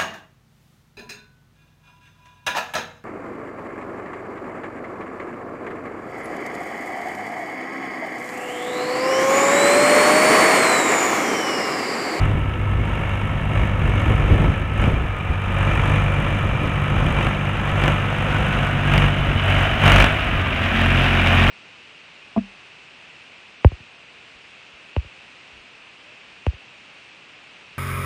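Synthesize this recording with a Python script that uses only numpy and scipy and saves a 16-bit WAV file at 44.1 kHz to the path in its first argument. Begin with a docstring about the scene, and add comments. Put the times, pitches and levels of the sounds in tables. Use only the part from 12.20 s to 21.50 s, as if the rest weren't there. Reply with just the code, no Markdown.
"""A dry field: a three-cylinder diesel tractor pulls a harrow, comes nearer and draws level with the listener.
Each firing puffs from the exhaust (a sum of harmonics) and knocks on the engine block (bursts of noise
and ringing), harder in each surge of load. Gears whine as wavering tones, and the harrow rattles
through the clods as clumps of small cracks. A lumpy low rumble is wind and, around 7.7 s, the exhaust's
rush. The small microphone has little treble and overloads when the engine barks loudest."""
import sys
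import numpy as np
from scipy import signal
from scipy.fft import rfft, irfft
from scipy.io import wavfile
from scipy.ndimage import uniform_filter1d

SR = 44100
rng = np.random.default_rng(int(sys.argv[2]) if len(sys.argv) > 2 else 0)


def pcm_store(signal):
    """Save signal as 16-bit PCM."""
    levels = np.round(np.clip(np.atleast_2d(signal), -1, 1) * 32767)
    wavfile.write(sys.argv[1], SR, levels.astype(np.int16).T)


N = 410130
TIME = np.arange(N) / SR   # seconds

# Engine speed. Each row: time in seconds, firings per second.
ENGINE_SPEED = [(0, 50), (1.45, 50), (1.62, 49.1), (2.27, 50.4), (2.72, 49.5), (2.97, 47.6), (3.38, 47.5),
                (3.77, 49.3), (4.12, 48.6), (5.37, 49.25), (5.6, 48.8), (6.17, 49.75), (6.62, 48.2),
                (6.9, 48.5), (7.15, 47.2), (7.6, 48), (7.92, 49.9), (8.3, 45.7), (8.57, 45), (9.3, 44.65)]
# Surges of load: the governor answers the drag of the harrow, or eases off.
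# Each row: start in seconds, length in seconds, load in dB above normal.
LOAD_SURGES = [(-.06, 0.094, 4.5), (.6, 0.3, 2.5), (1.284, 0.16, 3.5), (1.608, 0.61, 2), (2.347, 0.13, -3),
               (2.561, 0.05, 6), (2.76, 0.42, -2), (3.3, 0.47, 3.5), (4.72, 0.3, 0.9), (4.958, 0.059, 4),
               (5.123, 0.26, -1), (5.55, .15, 3.5), (6.634, 0.2, 5), (7.208, 0.21, 4.5), (7.581, 0.23, 9.5),
               (7.94, 0.41, -2.8), (8.503, .52, 4.5), (9.04, 0.36, 5.5)]
SURGE_ATTACK_S, SURGE_RELEASE_S = 0.087, 0.1
# Strength of each cylinder. One column: level in dB.
CYLINDER_DB = [1, 1.5, 1.5]

# The exhaust's two deep harmonics. Each row: multiple of the firing rate, level in dB far off,
# level in dB close by, rise in dB per dB of load.
DEEP_HARMONICS = [(1, -33.5, -34.5, 2.08), (2, -27, -27, 1.0)]
# The exhaust's upper harmonics. Each row: multiple of the firing rate, relative level in dB far off,
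# relative level in dB close by.
UPPER_HARMONICS = [(8 / 3, -12.5, -9), (3, 0, 0), (4, -7.5, -9), (5, -15, -2.5), (17 / 3, -28, -9),
                   (6, -36, -10.5), (7, -16, -15), (8, -43, -10.5), (26 / 3, -29, -12), (10, -17, -16)]
# Shared level of the upper harmonics at normal load. Each row: time in seconds, level in dB.
UPPER_LEVEL = [(0, -36), (1.4, -33), (3.1, -37.5), (3.7, -31), (5, -28.5), (6.75, -27.5), (7.15, -32.5),
               (8.2, -33.5), (9.3, -30.5)]
UPPER_PER_LOAD = 1        # dB per dB of load
PUFF_LEAD_TURNS = .19     # a puff leaves the pipe this share of a firing interval before the next knock

# Colour of the engine clatter far off. Each row: frequency in Hz, level in dB per Hz.
BLOCK_FAR = [(60, -16), (130, 15.5), (220, 4), (400, -3.5), (560, 1), (800, -2), (1200, 0.5), (1550, -4.5),
             (2000, -5.5), (3000, -6), (4500, -12), (9000, -6.5), (15000, -21)]
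# Colour of the engine clatter close by. Each row: frequency in Hz, level in dB per Hz.
BLOCK_NEAR = [(60, -23), (130, 8), (240, 3.5), (420, -8), (660, 3.5), (850, -3), (1200, 1), (1550, 1.5),
              (2000, 0.5), (3000, 0), (4500, -2), (9000, -4), (15000, -6)]
# Ringing panels, each loudest when it faces the listener. Each row: frequency in Hz, width in Hz,
# level in dB, time it faces the listener in seconds, spread of that time in seconds.
RINGING_PANELS = [(554, 15, 2.5, 1.2, 8.4), (639, 41, 8.5, 7.7, 0.61), (923, 17, 7.5, .7, 1.2),
                  (1343, 53, 2, 1.5, 8.7), (1467, 51, 6.5, 6.42, 0.29), (1747, 59, 3.5, 1.8, 3.3),
                  (1643, 25, 5, 7.6, 1.4), (2205, 74, 4, 1.14, 1.6), (2367, 76, 5, 3.8, 1.5),
                  (2400, 110, 5, 9.8, 1.7), (2750, 46, -0.5, 0.56, 1.6), (2982, 100, 5.5, 7.3, 0.44),
                  (6380, 420, 1, 6.7, 7.9)]
# Spectrum of the injectors' tick. 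Each row: frequency in Hz, level in dB per Hz.
INJECTOR_TICK = [(1000, -27), (3500, -3), (5000, -14), (8000, 10.5), (11000, 4), (15000, -4)]
CLATTER_DB = -24.5        # mid-band level when level with the listener, at normal load
# Sharpness, the knock above the churn: far off, change close by, rise in dB per dB of load.
SHARPNESS_DB, SHARPNESS_CLOSE_DB, SHARPNESS_PER_LOAD = -6.5, -5.5, 0.63
# Runs of hard knocks, one to a firing, strong and weak in turn.
# Each row: start in seconds, length in seconds, relative peak of the strong knocks in dB.
HARD_KNOCKS = [(5.027, .05, -10), (5.638, .05, -3.5), (6.737, 0.045, -1.5), (7.637, 0.224, 0),
               (8.66, 0.012, -6)]
# Gear pairs, loudest when they face the listener. Each row: multiple of the firing rate, level in dB,
# time they face the listener in seconds, spread of that time in seconds.
GEAR_PAIRS = [(26, -40, 4.0, 3.6), (26, -37.5, 8.08, .13), (30, -43, 6.9, .5), (35, -43, 6.85, .2),
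              (35, -40, 8.38, .15)]

# The tractor drives past in a straight line.
PASS_S, PASS_DISTANCE_M, DRIVE_M_PER_S = 8.53, 4.64, 1.49
CLOSE_SOUND_POWER = 5.5   # how quickly the close colour takes over as the distance shrinks
# The harrow trails: its mid-band level when it draws level, at normal load, and its place.
HARROW_DB, HARROW_BEHIND_M, HARROW_DISTANCE_M = -25, 1.45, 1.26
HARROW_PER_LOAD = 0.49    # dB per dB of load: the tines tear harder when they drag
# Colour of crumbling soil. Each row: frequency in Hz, level in dB per Hz.
SOIL_COLOUR = [(150, -31), (600, -1), (1500, 1.5), (2500, 3.5), (5000, 4.5), (10000, -13), (15000, -17)]

# Colour of the low rumble. Each row: frequency in Hz, level in dB per Hz.
RUMBLE_COLOUR = [(15, -17), (28, -5.5), (45, -1), (66, 0.5), (120, -6.5), (200, -13), (350, -18),
                 (600, -24.5), (2000, -41)]
# Level of the low rumble: a fading breeze, and the exhaust's rush around 7.7 s.
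# Each row: time in seconds, relative level in dB.
RUMBLE_LEVEL = [(0, -29.5), (2.5, -28.5), (3.1, -36), (3.9, -29), (5.4, -36.5), (6.3, -34), (7.7, -29),
                (8.5, -36), (9.3, -44)]
# Gusts. Each row: middle in seconds, length in seconds, relative peak in dB.
WIND_GUSTS = [(0.027, 0.14, -26), (1.407, .1, -25.5), (1.668, 0.056, -23), (1.9, 0.076, -18.5),
              (2.125, 0.047, -16.5), (2.25, .12, -20.5), (2.686, .13, -21), (2.835, .06, -26),
              (3.111, .04, -22.5), (4.0, .07, -31), (4.45, 0.052, -26), (4.866, .22, -25),
              (8.17, .1, -26.5)]
# The microphone's response. Each row: frequency in Hz, gain in dB.
MICROPHONE_RESPONSE = [(20, 1), (2950, 0.5), (3300, -6.5), (3750, -11), (4300, -23), (5500, -22.5),
                       (8000, -26.5), (10500, -26.5), (12500, -31.5), (15500, -29)]
HISS_DB, CUTOFF_HZ = -65.5, 15750


def crank():
    """Firings counted over time; the crank is in step with the start of each run of hard knocks."""
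    turns = np.cumsum(in_time(ENGINE_SPEED)[0]) / SR
    when = np.array(HARD_KNOCKS)[:, 0]
    # Shift the count so that it is a whole number at each run's start.
    phase = np.unwrap(np.interp(when, TIME, turns) % 1, period=1)
    return turns - np.interp(TIME, when, phase)


def engine_load():
    """Load in dB above normal: each surge builds, holds and lets go."""
    load = np.zeros(N)
    for start, length, db in LOAD_SURGES:
        build = (TIME - start) / SURGE_ATTACK_S
        let_go = 1 - (TIME - start - length) / SURGE_RELEASE_S
        load += db * np.clip(np.minimum(build, let_go), 0, 1)
    return load


def exhaust(turns, near, load, waver_db=2.0, lope=0.037, full_load_db=15.0):
    """Puff harmonics swell with load, up to full fuel; unequal cylinders make them lope each engine cycle."""
    push = full_load_db * np.tanh(load / full_load_db)
    upper_db = in_time(UPPER_LEVEL)[0] + UPPER_PER_LOAD * push
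    deep = [(k, far_db, near_db, per_load * push, -1 / 4)
            for k, far_db, near_db, per_load in DEEP_HARMONICS]
    # The pipe scatters the upper harmonics in time, so each starts at a random phase.
    upper = [(k, far_db, near_db, upper_db, rng.random()) for k, far_db, near_db in UPPER_HARMONICS]
    out = np.zeros(N)
    for k, far_db, near_db, swell_db, lag in deep + upper:
        level_db = swell_db + far_db + near * (near_db - far_db) + waver_db * drift(3.5)
        multiple = np.round(3 * k) / 3   # whole thirds repeat once per engine cycle
        phase = multiple * (turns + PUFF_LEAD_TURNS) + lag
        out += np.sqrt(2) * from_db(level_db) * np.cos(2 * np.pi * phase)
    return out * (1 + lope * np.cos(2 * np.pi * turns / len(CYLINDER_DB)))


def engine(turns, near, load, unsteady_db=0.93, slap_lag=0.21, edge_hz=4300, edge=0.41):
    """The harder the knock, the more it stands out of the churn and the brighter its edge."""
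    load = load + unsteady_db * drift(1.67)
    sharpness_db = SHARPNESS_DB + SHARPNESS_CLOSE_DB * near + SHARPNESS_PER_LOAD * load
    slaps = firings(turns - slap_lag, scatter_db=10.0)
    clatter = block(firings(turns, scatter_db=0.84), slaps, near, from_db(sharpness_db))
    top = signal.sosfiltfilt(signal.butter(4, edge_hz, "high", fs=SR, output="sos"), clatter)
    bright = from_db(edge * sharpness_db) * (top + injectors(turns))
    return from_db(CLATTER_DB + load) * (clatter - top + bright)


def firings(turns, scatter_db):
    """One click per firing, a row for each of the three cylinders."""
    at = np.flatnonzero(np.diff(np.floor(turns)) > 0)
    cylinder = np.arange(len(at)) % len(CYLINDER_DB)
    strength_db = np.array(CYLINDER_DB)[cylinder] + scatter_db * rng.standard_normal(len(at))
    clicks = np.zeros((len(CYLINDER_DB), N))
    clicks[cylinder, at] = from_db(strength_db)
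    return clicks


def block(clicks, slaps, near, hardness, knock_s=0.0017, rise_s=0.0012, slap=0.11, ring_s=0.017,
          ring_db=-2.0, lowest_ring_hz=400, mechanism_db=-1.0, size=3400):
    """Combustion knocks, partly alike on every cycle, and piston slaps over the churn of valves and fan."""
    age = np.arange(size) / SR
    fade = np.exp(-age / ring_s) * (1 - np.exp(-age / rise_s))
    # Each cylinder rings the stiff block in a way of its own.
    rings = [signal.oaconvolve(row, rng.standard_normal(size) * fade)[:N] for row in clicks]
    ring = rms_one(sum(rings))
    ring = signal.sosfilt(signal.butter(2, lowest_ring_hz, "high", fs=SR, output="sos"), ring)

    blows = (clicks + slap * slaps).sum(axis=0)
    burst = rms_one(die_away(die_away(blows, knock_s), rise_s))
    force = np.hypot(hardness * burst, from_db(mechanism_db))   # knocks and steady churn together
    drive = force * rng.standard_normal(N) + from_db(ring_db) * ring
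    out = (1 - near) * colour(drive, BLOCK_FAR) + near * colour(drive, BLOCK_NEAR)
    for hz, width, db, when, spread in RINGING_PANELS:
        panel = resonate(force * rng.standard_normal(N), hz, width)
        out += from_db(db) * facing(when, spread) * panel
    return steady(out)


def injectors(turns, width_s=0.0015, level_db=-3.0, size=301):
    """A short bright spit of noise that swells and fades at every firing."""
    clicks = np.minimum(firings(turns, scatter_db=4).sum(axis=0), 2)
    swell = signal.oaconvolve(clicks, signal.windows.gaussian(size, width_s * SR), "same")
    return from_db(level_db) * rms_one(colour(swell * rng.standard_normal(N), INJECTOR_TICK))


def knocks(decay_s=0.00089, level_db=0.5, first_softer_db=5.0, weak_softer_db=11.0, scatter_db=0.5):
    """The cracks of hard firings, through the engine block; a run starts softly."""
    clicks, speed = np.zeros(N), in_time(ENGINE_SPEED)[0]
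    for start, length, db in HARD_KNOCKS:
        interval = 1 / speed[round((start + length / 2) * SR)]
        times = np.arange(start, start + length, interval)
        count = np.arange(len(times))
        softer_db = first_softer_db * (count == 0) + weak_softer_db * (count % 2)
        knock_db = db + level_db - softer_db + scatter_db * rng.standard_normal(len(times))
        clicks[np.round(times * SR).astype(int)] = from_db(knock_db)
    # Scaled so that each crack's envelope peaks at its click's size.
    crack = die_away(die_away(clicks, decay_s), decay_s) * np.e / (decay_s * SR)
    return colour(crack * rng.standard_normal(N), BLOCK_NEAR)


def gears(turns, wobble=0.63, flutter_db=2.5):
    """Meshing teeth sing at multiples of the firing rate; pitch and level waver (wobble in radians)."""
    out = np.zeros(N)
    for multiple, db, when, spread in GEAR_PAIRS:
        gain = facing(when, spread) * from_db(db + flutter_db * drift(6.0))
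        phase = 2 * np.pi * np.round(multiple) * turns + wobble * drift(12.5)
        out += np.sqrt(2) * gain * np.sin(phase)
    return out


def harrow(level_db, per_s=900, size_spread_db=2.5, clump_db=2.5):
    """Tines break clods: clumps of small cracks of very unequal size."""
    born = rng.random(N) < per_s * from_db(clump_db * drift(10)) / SR
    sizes = from_db(size_spread_db * np.minimum(rng.exponential(1, N), 4))
    cracks = die_away(born * sizes, seconds=0.0015) * rng.standard_normal(N)
    return from_db(level_db) * steady(colour(cracks, SOIL_COLOUR))


def facing(when, spread):
    """Gain of a tractor part that turns towards the listener and away again."""
    return np.exp(-.5 * ((TIME - when) / spread) ** 2)


def closeness(nearest_m, behind_m=0):
    """Gain of a passing source: 1 when level with the listener, falling with distance."""
    along_m = DRIVE_M_PER_S * (TIME - PASS_S) - behind_m
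    return nearest_m / np.hypot(nearest_m, along_m)


def low_rumble(level_db=4.5, lumps_db=2.5, lumps_per_s=7.8, size=3000):
    """Turbulent air, from the wind and the exhaust's rush: a lumpy rumble that swells with each gust."""
    rumble = colour(rng.standard_normal(N), RUMBLE_COLOUR)
    even_rumble = rumble / np.sqrt(uniform_filter1d(rumble ** 2, size))
    lumpy = from_db(in_time(RUMBLE_LEVEL)[0] + lumps_db * drift(lumps_per_s))
    gusts = sum(from_db(db) * np.exp(-2 * ((TIME - s) / length) ** 2) for s, length, db in WIND_GUSTS)
    return from_db(level_db) * np.hypot(lumpy, gusts) * even_rumble


def from_db(db):
    """Turns decibels into a plain gain."""
    return 10 ** (np.asarray(db) / 20)


def rms_one(x):
    """Scales a sound to an overall rms of 1."""
    return x / np.sqrt(np.mean(x ** 2) + 1e-20)


def in_time(rows):
    """Each column of a curve after the first (time in seconds), at every sample."""
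    seconds, *columns = np.transpose(rows)
    return [np.interp(TIME, seconds, column) for column in columns]


def drift(rate):
    """Slow random wandering of rms 1: noise through two equal low-passes at the rate in Hz."""
    step = 40   # samples between the slow values
    r = np.exp(-2 * np.pi * step * rate / SR)
    noise = rng.standard_normal(N // step + 2002)
    slow = signal.lfilter([1], [1, -2 * r, r * r], noise)[2000:]   # drop the filter's start-up
    return np.interp(np.arange(N) / step, np.arange(len(slow)), rms_one(slow))


def colour(x, spectrum, size=8192):
    """Causal (minimum-phase) filter with the given spectrum."""
    hz, db = np.transpose(spectrum)
    grid = np.maximum(np.arange(size // 2 + 1) * SR / size, 1)
    gain = from_db(np.interp(np.log(grid), np.log(hz), db))
    # Folding the cepstrum forward in time keeps the response from starting early.
    cepstrum = irfft(np.log(gain))
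    cepstrum[1:size // 2] *= 2
    cepstrum[size // 2 + 1:] = 0
    return signal.oaconvolve(x, irfft(np.exp(rfft(cepstrum))))[:N]


def resonate(x, hz, width):
    """One resonance, its width in Hz, with gain about 1 on top."""
    r = np.exp(-np.pi * width / SR)
    feedback = [1, -2 * r * np.cos(2 * np.pi * hz / SR), r * r]
    return signal.lfilter(np.array([1, 0, -1]) * (1 - r * r) / 2, feedback, x)


def die_away(clicks, seconds):
    """Each click jumps up and decays."""
    return signal.lfilter([1], [1, -np.exp(-1 / (seconds * SR))], clicks + 1e-18)


def steady(x, size=8001):
    """Holds the mid band of a sound near rms 1, over a sliding window of size samples."""
    mid = signal.sosfilt(signal.butter(3, [800, 3500], "band", fs=SR, output="sos"), x)
    return x / np.sqrt(uniform_filter1d(mid ** 2, size) + 1e-12)


def scene():
    """The tractor and its harrow draw near in a gusty wind."""
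    turns, load, gain = crank(), engine_load(), closeness(PASS_DISTANCE_M)
    near = gain ** CLOSE_SOUND_POWER   # share of the close-by colour
    tractor = exhaust(turns, near, load) + gain * engine(turns, near, load) + gears(turns) + knocks()
    harrow_gain = closeness(HARROW_DISTANCE_M, HARROW_BEHIND_M)
    soil = harrow_gain * harrow(HARROW_DB + HARROW_PER_LOAD * load)
    return (tractor + soil + low_rumble())[None]


def record(dry):
    """The microphone drops the treble and hisses faintly, the loudest peaks clip, the top is cut."""
    x = colour(dry[0], MICROPHONE_RESPONSE) + from_db(HISS_DB) * rng.standard_normal(N)
    x = np.clip(x, -.7, .7)
    return signal.sosfilt(signal.ellip(10, .2, 80, CUTOFF_HZ, fs=SR, output="sos"), x)[None]


dry = scene()
out = record(dry)
pcm_store(out)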